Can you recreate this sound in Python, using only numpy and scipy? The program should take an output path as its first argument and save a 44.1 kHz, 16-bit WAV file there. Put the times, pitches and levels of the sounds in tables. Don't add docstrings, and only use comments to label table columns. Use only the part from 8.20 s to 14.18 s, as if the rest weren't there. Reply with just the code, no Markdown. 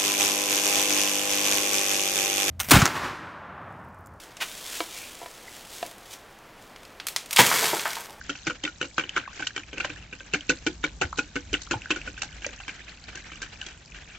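import sys
import numpy as np
from scipy import signal
from scipy.fft import rfft, irfft, next_fast_len
from scipy.io import wavfile
from scipy.ndimage import uniform_filter1d, minimum_filter1d

SR = 44100
rng = np.random.default_rng(int(sys.argv[2]) if len(sys.argv) > 2 else 0)


def persist_wave(psi):
    counts = np.round(np.clip(psi, -1, 1) * 32767).astype(np.int16)
    wavfile.write(sys.argv[1], SR, np.atleast_2d(counts).T)


N = 263834
T = np.arange(N) / SR
EVENT_T = T[:SR // 8]

# frequency_hz, density_db
TICK_SPECTRUM = [(600, -21), (1500, -3.5), (3000, -11), (4000, 5), (5000, 0), (6200, 5.5), (7500, 0.5),
                 (9000, -7)]
# frequency_hz, density_db
RUB_SPECTRUM = [(200, -6.5), (280, -5.5), (420, -10), (750, -8.5), (1050, -15.5), (1320, -8.5), (1540, -2),
                (1750, -5), (2050, -7), (2380, -4.5), (3100, -7.5), (3550, -12.5), (8000, -21)]
# frequency_hz, side_minus_mid_db
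STEREO_WIDTH = [(60, -18.5), (300, -15.5), (550, -6.5), (950, 0), (1600, -7.5), (2800, -4.5), (4800, -2.5),
                (8000, -1.5)]
# start_s, wall_db, thump_relative_db, tick_relative_db, wire_gap_s, second_wire_relative_db
STROKES = [(0.094, -26.5, -9, -8, 0.0056, 1), (0.153, -37, -25, -15, 0.0045, -12),
           (0.2682, -24, -6.5, -7, .0065, 0), (0.298, -26, -12.5, -15, 0.0079, -2.5),
           (0.437, -27.5, -4.5, -4, 0.013, 2), (0.476, -29, -28, -17.5, .009, -8),
           (0.613, -22.5, -9.5, -10.5, .014, -4.5), (0.65, -38.5, -21, -9, 0.0043, -4),
           (0.781, -17.5, -14.5, -15, 0.014, -4.5), (0.837, -31, -12, -23, 0.0076, -27),
           (0.9633, -20, -13.5, -16, 0.0082, -0.5), (1.195, -32, -10, -13, .008, -1.5),
           (1.224, -26.5, -20, -23, .007, -12), (1.2685, -30, -29, -1, 0.0036, -10),
           (1.362, -27.5, -11.5, -6, .015, -1), (1.53, -36, -4.5, -11, 0.0092, -6),
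           (1.574, -36, -3, -23, 0.0081, -1), (1.6, -27.5, -15, -15, 0.0039, 4.5),
           (1.646, -24, -18.5, -12, 0.0036, -10), (1.695, -41.5, -1.5, -3, 0.0053, 9.5),
           (1.927, -34.5, -11, -15, .006, -4), (2.005, -38, -14.5, -22, .007, -12),
           (2.1357, -20.5, -7, -7.5, .0077, 1.5), (2.294, -18.5, -3.5, -3.5, 0.0069, 0),
           (2.4651, -23, -3, -5, 0.0059, -1), (2.6393, -20.5, -8.5, -15.5, 0.0046, -2.5),
           (2.8134, -22.5, -6, -7.5, 0.0061, 3.5), (2.831, -27, -10, -17, 0.0064, -6),
           (2.973, -40, -9, 3, 0.0027, 0), (2.985, -29, 0.5, -1.5, 0.0053, 10.5),
           (3.156, -29.5, -3, -8.5, 0.0071, 4), (3.33, -29, 0, -1, .0095, 10.5),
           (3.417, -46.5, -14, 13, 0.015, -8), (3.51, -23, -5.5, -5, 0.0064, -1.5),
           (3.531, -30, -6, -15, 0.011, -6), (3.7047, -21, -6, -8, 0.007, 2),
           (3.76, -31.5, -8.5, -7.5, 0.0095, -4.5), (3.875, -31, -10.5, -17, 0.0083, -17),
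           (3.977, -36, -30, -11, .008, -12), (4.019, -26.5, -21, -1, 0.012, -5),
           (4.22, -39, -13, -8, 0.0055, -5), (4.245, -26.5, -31, -26, 0.0038, -13),
           (4.265, -36, -7.5, -11, 0.025, -6.5), (4.401, -37, -34, -13, 0.0042, -20),
           (4.48, -30.5, -18.5, -7.5, .012, -1), (4.954, -38.5, -9, 1.5, 0.019, 2),
           (5.119, -37.5, -13.5, -11, .014, -3), (5.218, -35.5, -12, 3.5, .009, 4),
           (5.413, -39.5, -38, -3, 0.013, 1), (5.464, -38, -11.5, -1, 0.021, -4),
           (5.745, -41, -19, -11, 0.014, -3)]


def undb(db):
    return 10 ** (np.asarray(db) / 20)


def unit(x, count=None):
    return x / np.sqrt(np.mean(x[..., :count] ** 2))


def gains(spectrum, hz):
    frequency_hz, db = np.transpose(spectrum)
    return undb(np.interp(np.log(hz + 1e-3), np.log(frequency_hz), db))


def colour(x, spectrum):
    n = x.shape[-1]
    size = next_fast_len(n)
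    response = gains(spectrum, np.fft.rfftfreq(size, 1 / SR))
    return irfft(rfft(x, size) * response, size)[..., :n]


def noise(spectrum, count):
    mid, side = rng.standard_normal((2, count))
    side = colour(side, STEREO_WIDTH)
    return unit(colour(np.array([mid + side, mid - side]), spectrum))


def fade(t60):
    return np.exp(-np.log(1000) * EVENT_T / t60)


def wander(rate_hz, t=T, count=1024):
    return np.interp(t * rate_hz, np.arange(count), rng.standard_normal(count))


def add(track, start_s, sound):
    i = max(int(start_s * SR), 0)
    track[:, i:i + sound.shape[1]] += sound[:, :N - i]


def wind(gust_db=2.5, distant_db=-55):
    # time_s, level_db
    strength = [(0, -55), (1.4, -54), (1.62, -43.5), (2.0, -51.5), (2.4, -50.5), (2.75, -37), (2.97, -46),
                (3.15, -44), (3.9, -45), (4.2, -49), (5.1, -52), (5.98, -49.5)]
    # frequency_hz, density_db
    rumble_spectrum = [(20, -21.5), (33, -9), (50, 6), (75, -2.5), (110, -9), (160, -8), (220, -15.5),
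                       (400, -27), (1000, -32), (8000, -36.5)]
    distant_spectrum = [(30, -3), (55, 5), (120, 1), (200, -2.5), (300, -7.5), (500, -14), (800, -12),
                        (1500, -22), (8000, -37)]
    level_db = np.interp(T, *np.transpose(strength)) - 0.5
    rumble = noise(rumble_spectrum, N) * undb(level_db + gust_db * wander(rate_hz=9.6))
    return rumble + noise(distant_spectrum, N) * undb(distant_db)


def echoes(x, wet_db=-17, t60=0.15, build_s=0.0029):
    # frequency_hz, density_db
    echo_spectrum = [(150, -23), (310, -1), (600, 11), (1000, 8), (1500, 2.5), (3000, -1.5), (5000, 5.5),
                     (8000, -5)]
    tail = noise(echo_spectrum, len(EVENT_T)) * fade(t60) * (1 - np.exp(-EVENT_T / build_s))
    tail = tail / np.sqrt(np.sum(tail ** 2) / 2)
    return undb(wet_db) * signal.fftconvolve(x, tail, axes=1)[:, :N]


def bubble(t, hz, t60, rise=0.011):
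    decay = np.exp(-np.log(1000) * t / t60)
    pitch_hz = hz * (1 + rise * (1 - decay))
    onset = 1 - np.exp(-t * hz)
    return np.sin(2 * np.pi * np.cumsum(pitch_hz, axis=-1) / SR) * decay * onset


def bubble_cloud(low_hz, high_hz, t60, count):
    when, pitch, size, length, side = rng.random((count, 5)).T[:, :, None]
    hz = low_hz + (high_hz - low_hz) * pitch
    t = EVENT_T[:SR // 125]
    sound = undb(15 * size ** 3) * bubble(t, hz, t60 * (.5 + length))
    pan = np.sqrt(2) * np.sin(2 * np.pi * side) * gains(STEREO_WIDTH, hz)
    samples = ((when * N).astype(int) + np.arange(len(t))).ravel()
    ears = [np.bincount(samples, (sound * (1 + ear * pan)).ravel(), N)[:N] for ear in (1, -1)]
    return unit(np.array(ears))


def foam(level_db, fizz_db=-3, bubbles_db=-1):
    bubbles = bubble_cloud(3000, 7800, t60=.005, count=3200)
    return (undb(fizz_db) * noise(TICK_SPECTRUM, N) + undb(bubbles_db) * bubbles) * undb(level_db)


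def crackle(level_db=-51.5, spread_db=5, t60=0.0067, count=45):
    out = np.zeros((2, N))
    rasp = noise(TICK_SPECTRUM, N + len(EVENT_T))
    for when, size in rng.random((count, 2)):
        start_s = when * T[-1]
        tick = fade(t60) * rasp[:, int(start_s * SR):][:, :len(EVENT_T)]
        add(out, start_s, undb(level_db + spread_db * (2 * size - 1)) * tick)
    return out


def wake(crest_s=0.025):
    out = np.zeros(N)
    age = T[:SR // 2] / crest_s
    surge = (age * np.exp(1 - age)) ** 2
    for start_s, *_ in STROKES:
        span = slice(int(start_s * SR), int(start_s * SR) + len(surge))
        out[span] = np.maximum(out[span], surge[:len(out[span])])
    return out


def scrape(level_db, swish_db=-3, squelch_db=-2, flutter_db=6.0):
    squelch = unit(colour(bubble_cloud(848, 4200, t60=0.014, count=3200), RUB_SPECTRUM))
    swish = noise(RUB_SPECTRUM, N) * undb(flutter_db * wander(rate_hz=45))
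    return (undb(swish_db) * swish + undb(squelch_db) * squelch) * undb(level_db)


def splatter(hits, splash_db=-15, lead_s=0.0054, fall_s=0.025, spray_db=-8):
    power = np.zeros(N)
    for start_s, wall_db, _, _ in hits:
        power[int(start_s * SR)] += undb(wall_db) ** 2
    t = np.arange(-len(EVENT_T), len(EVENT_T) + 1) / SR
    spread = np.exp(-2 * np.maximum(-t / lead_s, t / fall_s))
    flow = np.sqrt(np.abs(signal.fftconvolve(power, spread, "same")))
    drops = unit(colour(bubble_cloud(923, 4730, t60=0.0046, count=6000), RUB_SPECTRUM))
    return undb(splash_db) * flow * (drops + undb(spray_db) * noise(TICK_SPECTRUM, N))


def stray_pockets(count, level_db=-35, spread_db=3, low_hz=1800, high_hz=5500):
    return [(when * T[-1], level_db + spread_db * (2 * size - 1), low_hz * (high_hz / low_hz) ** pitch)
            for when, size, pitch in rng.random((count, 3))]


def pops(tone_db=2, snap_db=-23, snap_db_per_octave=5, snap_t60=0.019, wobble=.08, wobble_hz=1100):
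    # start_s, level_db, pitch_hz
    pockets = [(.013, -26, 1510), (0.276, -20, 147), (0.893, -16.5, 3040), (0.978, -10.5, 1560),
               (1.077, -23, 1095), (1.271, -13, 2930), (1.306, -29, 1590), (1.434, -29.5, 2350),
               (1.581, -19.5, 2400), (1.649, -23.5, 590), (2.136, -18.5, 189), (2.208, -24.5, 2830),
               (2.297, -20.5, 231), (2.846, -16, 79), (2.928, -18, 1300), (3.473, -31, 1370),
               (3.539, -15, 850), (3.555, -16.5, 107), (3.619, -25.5, 2530), (3.658, -22.5, 1520),
               (3.815, -25, 2480), (4.264, -21, 564), (4.265, -18.5, 6630), (4.694, -32.5, 4140),
               (4.84, -32, 4170), (5.415, -20.5, 2970)]
    out = np.zeros((2, N))
    for start_s, level_db, hz in pockets + stray_pockets(count=14):
        t60 = .02 * (1000 / hz) ** 0.48
        tilt_db = snap_db_per_octave * np.log2(hz / 1000)
        pitch_hz = hz * (1 + wobble * wander(wobble_hz, EVENT_T, count=256))
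        tone = bubble(EVENT_T, pitch_hz, t60)
        snap = noise(TICK_SPECTRUM, len(EVENT_T)) * fade(snap_t60)
        add(out, start_s, undb(level_db + tone_db) * np.array([tone, tone]))
        add(out, start_s, undb(level_db + tilt_db + snap_db) * snap)
    return out


def contacts(wires=4, uneven=.2, chatter_s=.0035, chatter_db=-12):
    wall_fall_db, thump_fall_db, tick_fall_db = 11, 6, 6.5
    hits = []
    for start_s, level_db, thump_db, tick_db, gap_s, second_db in STROKES:
        slip, late = uneven * rng.uniform(-1, 1, (2, wires))
        for k in range(wires):
            hit_s = start_s + gap_s * (k + (k > 1) * slip[k])
            levels = np.array([level_db + (k > 0) * (second_db - (k - 1) * wall_fall_db),
                               level_db + thump_db - k * thump_fall_db,
                               level_db + tick_db - k * tick_fall_db])
            hits.append((hit_s, *levels))
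            hits.append((hit_s + chatter_s * (1 + late[k]), *(levels + chatter_db)))
    return hits


def cushion(x, rise_s):
    return x * (1 - np.exp(-EVENT_T[:x.shape[1]] / rise_s))


def ring(modes, scatter_db, detune, ear_phase_rad=0.67):
    hz, t60, db = np.transpose(modes)
    weight, shift, angle = rng.standard_normal((3, len(hz)))
    amplitudes = np.exp(2j * np.pi * rng.random(len(hz))) * undb(db + scatter_db * weight)
    poles = 2j * np.pi * hz * (1 + detune * shift) - np.log(1000) / t60
    ears = np.exp(1j * np.outer([1, -1], ear_phase_rad * gains(STEREO_WIDTH, hz) * angle))
    t = EVENT_T[:int(SR * t60.max())]
    return np.imag((ears * amplitudes) @ np.exp(np.outer(poles, t)))


def knocks(hits, tick_t60=0.02, cavity_t60=0.038, rise_s=0.001, body_rise_s=0.00043):
    # pitch_hz, t60_s, level_db
    body_modes = [(146, 0.11, -10), (258.3, 0.15, -8.5), (308.5, 0.13, 1.5), (389, 0.041, 3),
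                  (507.4, 0.1, -4)]
    wall_modes = [(790, 0.021, -12.5), (1044, 0.029, -17.5), (1322, 0.0098, -0.5), (1715, 0.014, -11),
                  (1875, 0.04, -16), (2183, 0.028, -9), (2387, 0.033, -5.5), (2718, 0.024, -3.5),
                  (2950, 0.028, -6), (3151, 0.03, -9.5), (3567, 0.035, -17.5), (3800, 0.0045, -17.5)]
    # time_s, pitch_hz
    cavity_pitch = [(0, 1504), (.45, 1436), (.8, 1510), (.97, 1544), (1.4, 1560), (2.2, 1503), (3.7, 1464),
                    (4.1, 1605), (5.98, 1534)]
    out = np.zeros((2, N))
    rasp = noise(TICK_SPECTRUM, N)
    tick_envelope = unit(cushion(fade(tick_t60)[None], rise_s), count=200)
    for start_s, wall_db, thump_db, tick_db in hits:
        cavity_mode = (np.interp(start_s, *np.transpose(cavity_pitch)), cavity_t60, 0)
        wall = cushion(ring([cavity_mode] + wall_modes, scatter_db=7.5, detune=0.022), rise_s)
        body = cushion(ring(body_modes, scatter_db=3.0, detune=.075), body_rise_s)
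        tick = tick_envelope * rasp[:, int(start_s * SR):][:, :len(EVENT_T)]
        add(out, start_s, undb(wall_db) * unit(wall, count=200))
        add(out, start_s, undb(thump_db) * unit(body, count=300))
        add(out, start_s, undb(tick_db) * tick)
    return out


def scene(wake_drag_db=1, wake_fizz_db=2.5):
    # time_s, drag_db, fizz_db
    stirring = [(0, -52.5, -56), (.22, -55, -51), (.38, -57, -57), (.78, -57, -54.5), (1.0, -42.5, -68),
                (1.17, -47, -49), (1.48, -55.5, -60.5), (1.651, -45.5, -57), (1.88, -53, -61),
                (2.4, -56.5, -53.5), (2.699, -70.5, -58.5), (3.03, -57.5, -54), (3.55, -52.5, -55.5),
                (3.799, -49.5, -58), (4.3, -49.5, -53.5), (4.68, -46.5, -58), (4.78, -55, -56.5),
                (4.9, -47.5, -56.5), (5.44, -49, -55.5), (5.6, -55.5, -59), (5.98, -49.5, -58)]
    time_s, drag_db, fizz_db = np.transpose(stirring)
    hits, surge = contacts(), wake()
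    transients = knocks(hits) + pops()
    drag = scrape(np.interp(T, time_s, drag_db) + wake_drag_db * surge)
    fizz = foam(np.interp(T, time_s, fizz_db) + wake_fizz_db * surge)
    return transients + echoes(transients) + drag + fizz + crackle() + splatter(hits) + wind()


def record(dry, ceiling_db=-5.5, cutoff_hz=7750):
    needed = np.minimum(1, undb(ceiling_db) / (np.abs(dry).max(0) + 1e-9))
    gain = uniform_filter1d(minimum_filter1d(needed, size=60), size=60)
    lowpass = signal.ellip(10, .3, 65, cutoff_hz, fs=SR, output="sos")
    return signal.sosfilt(lowpass, dry * gain)


dry = scene()
out = record(dry)
persist_wave(out)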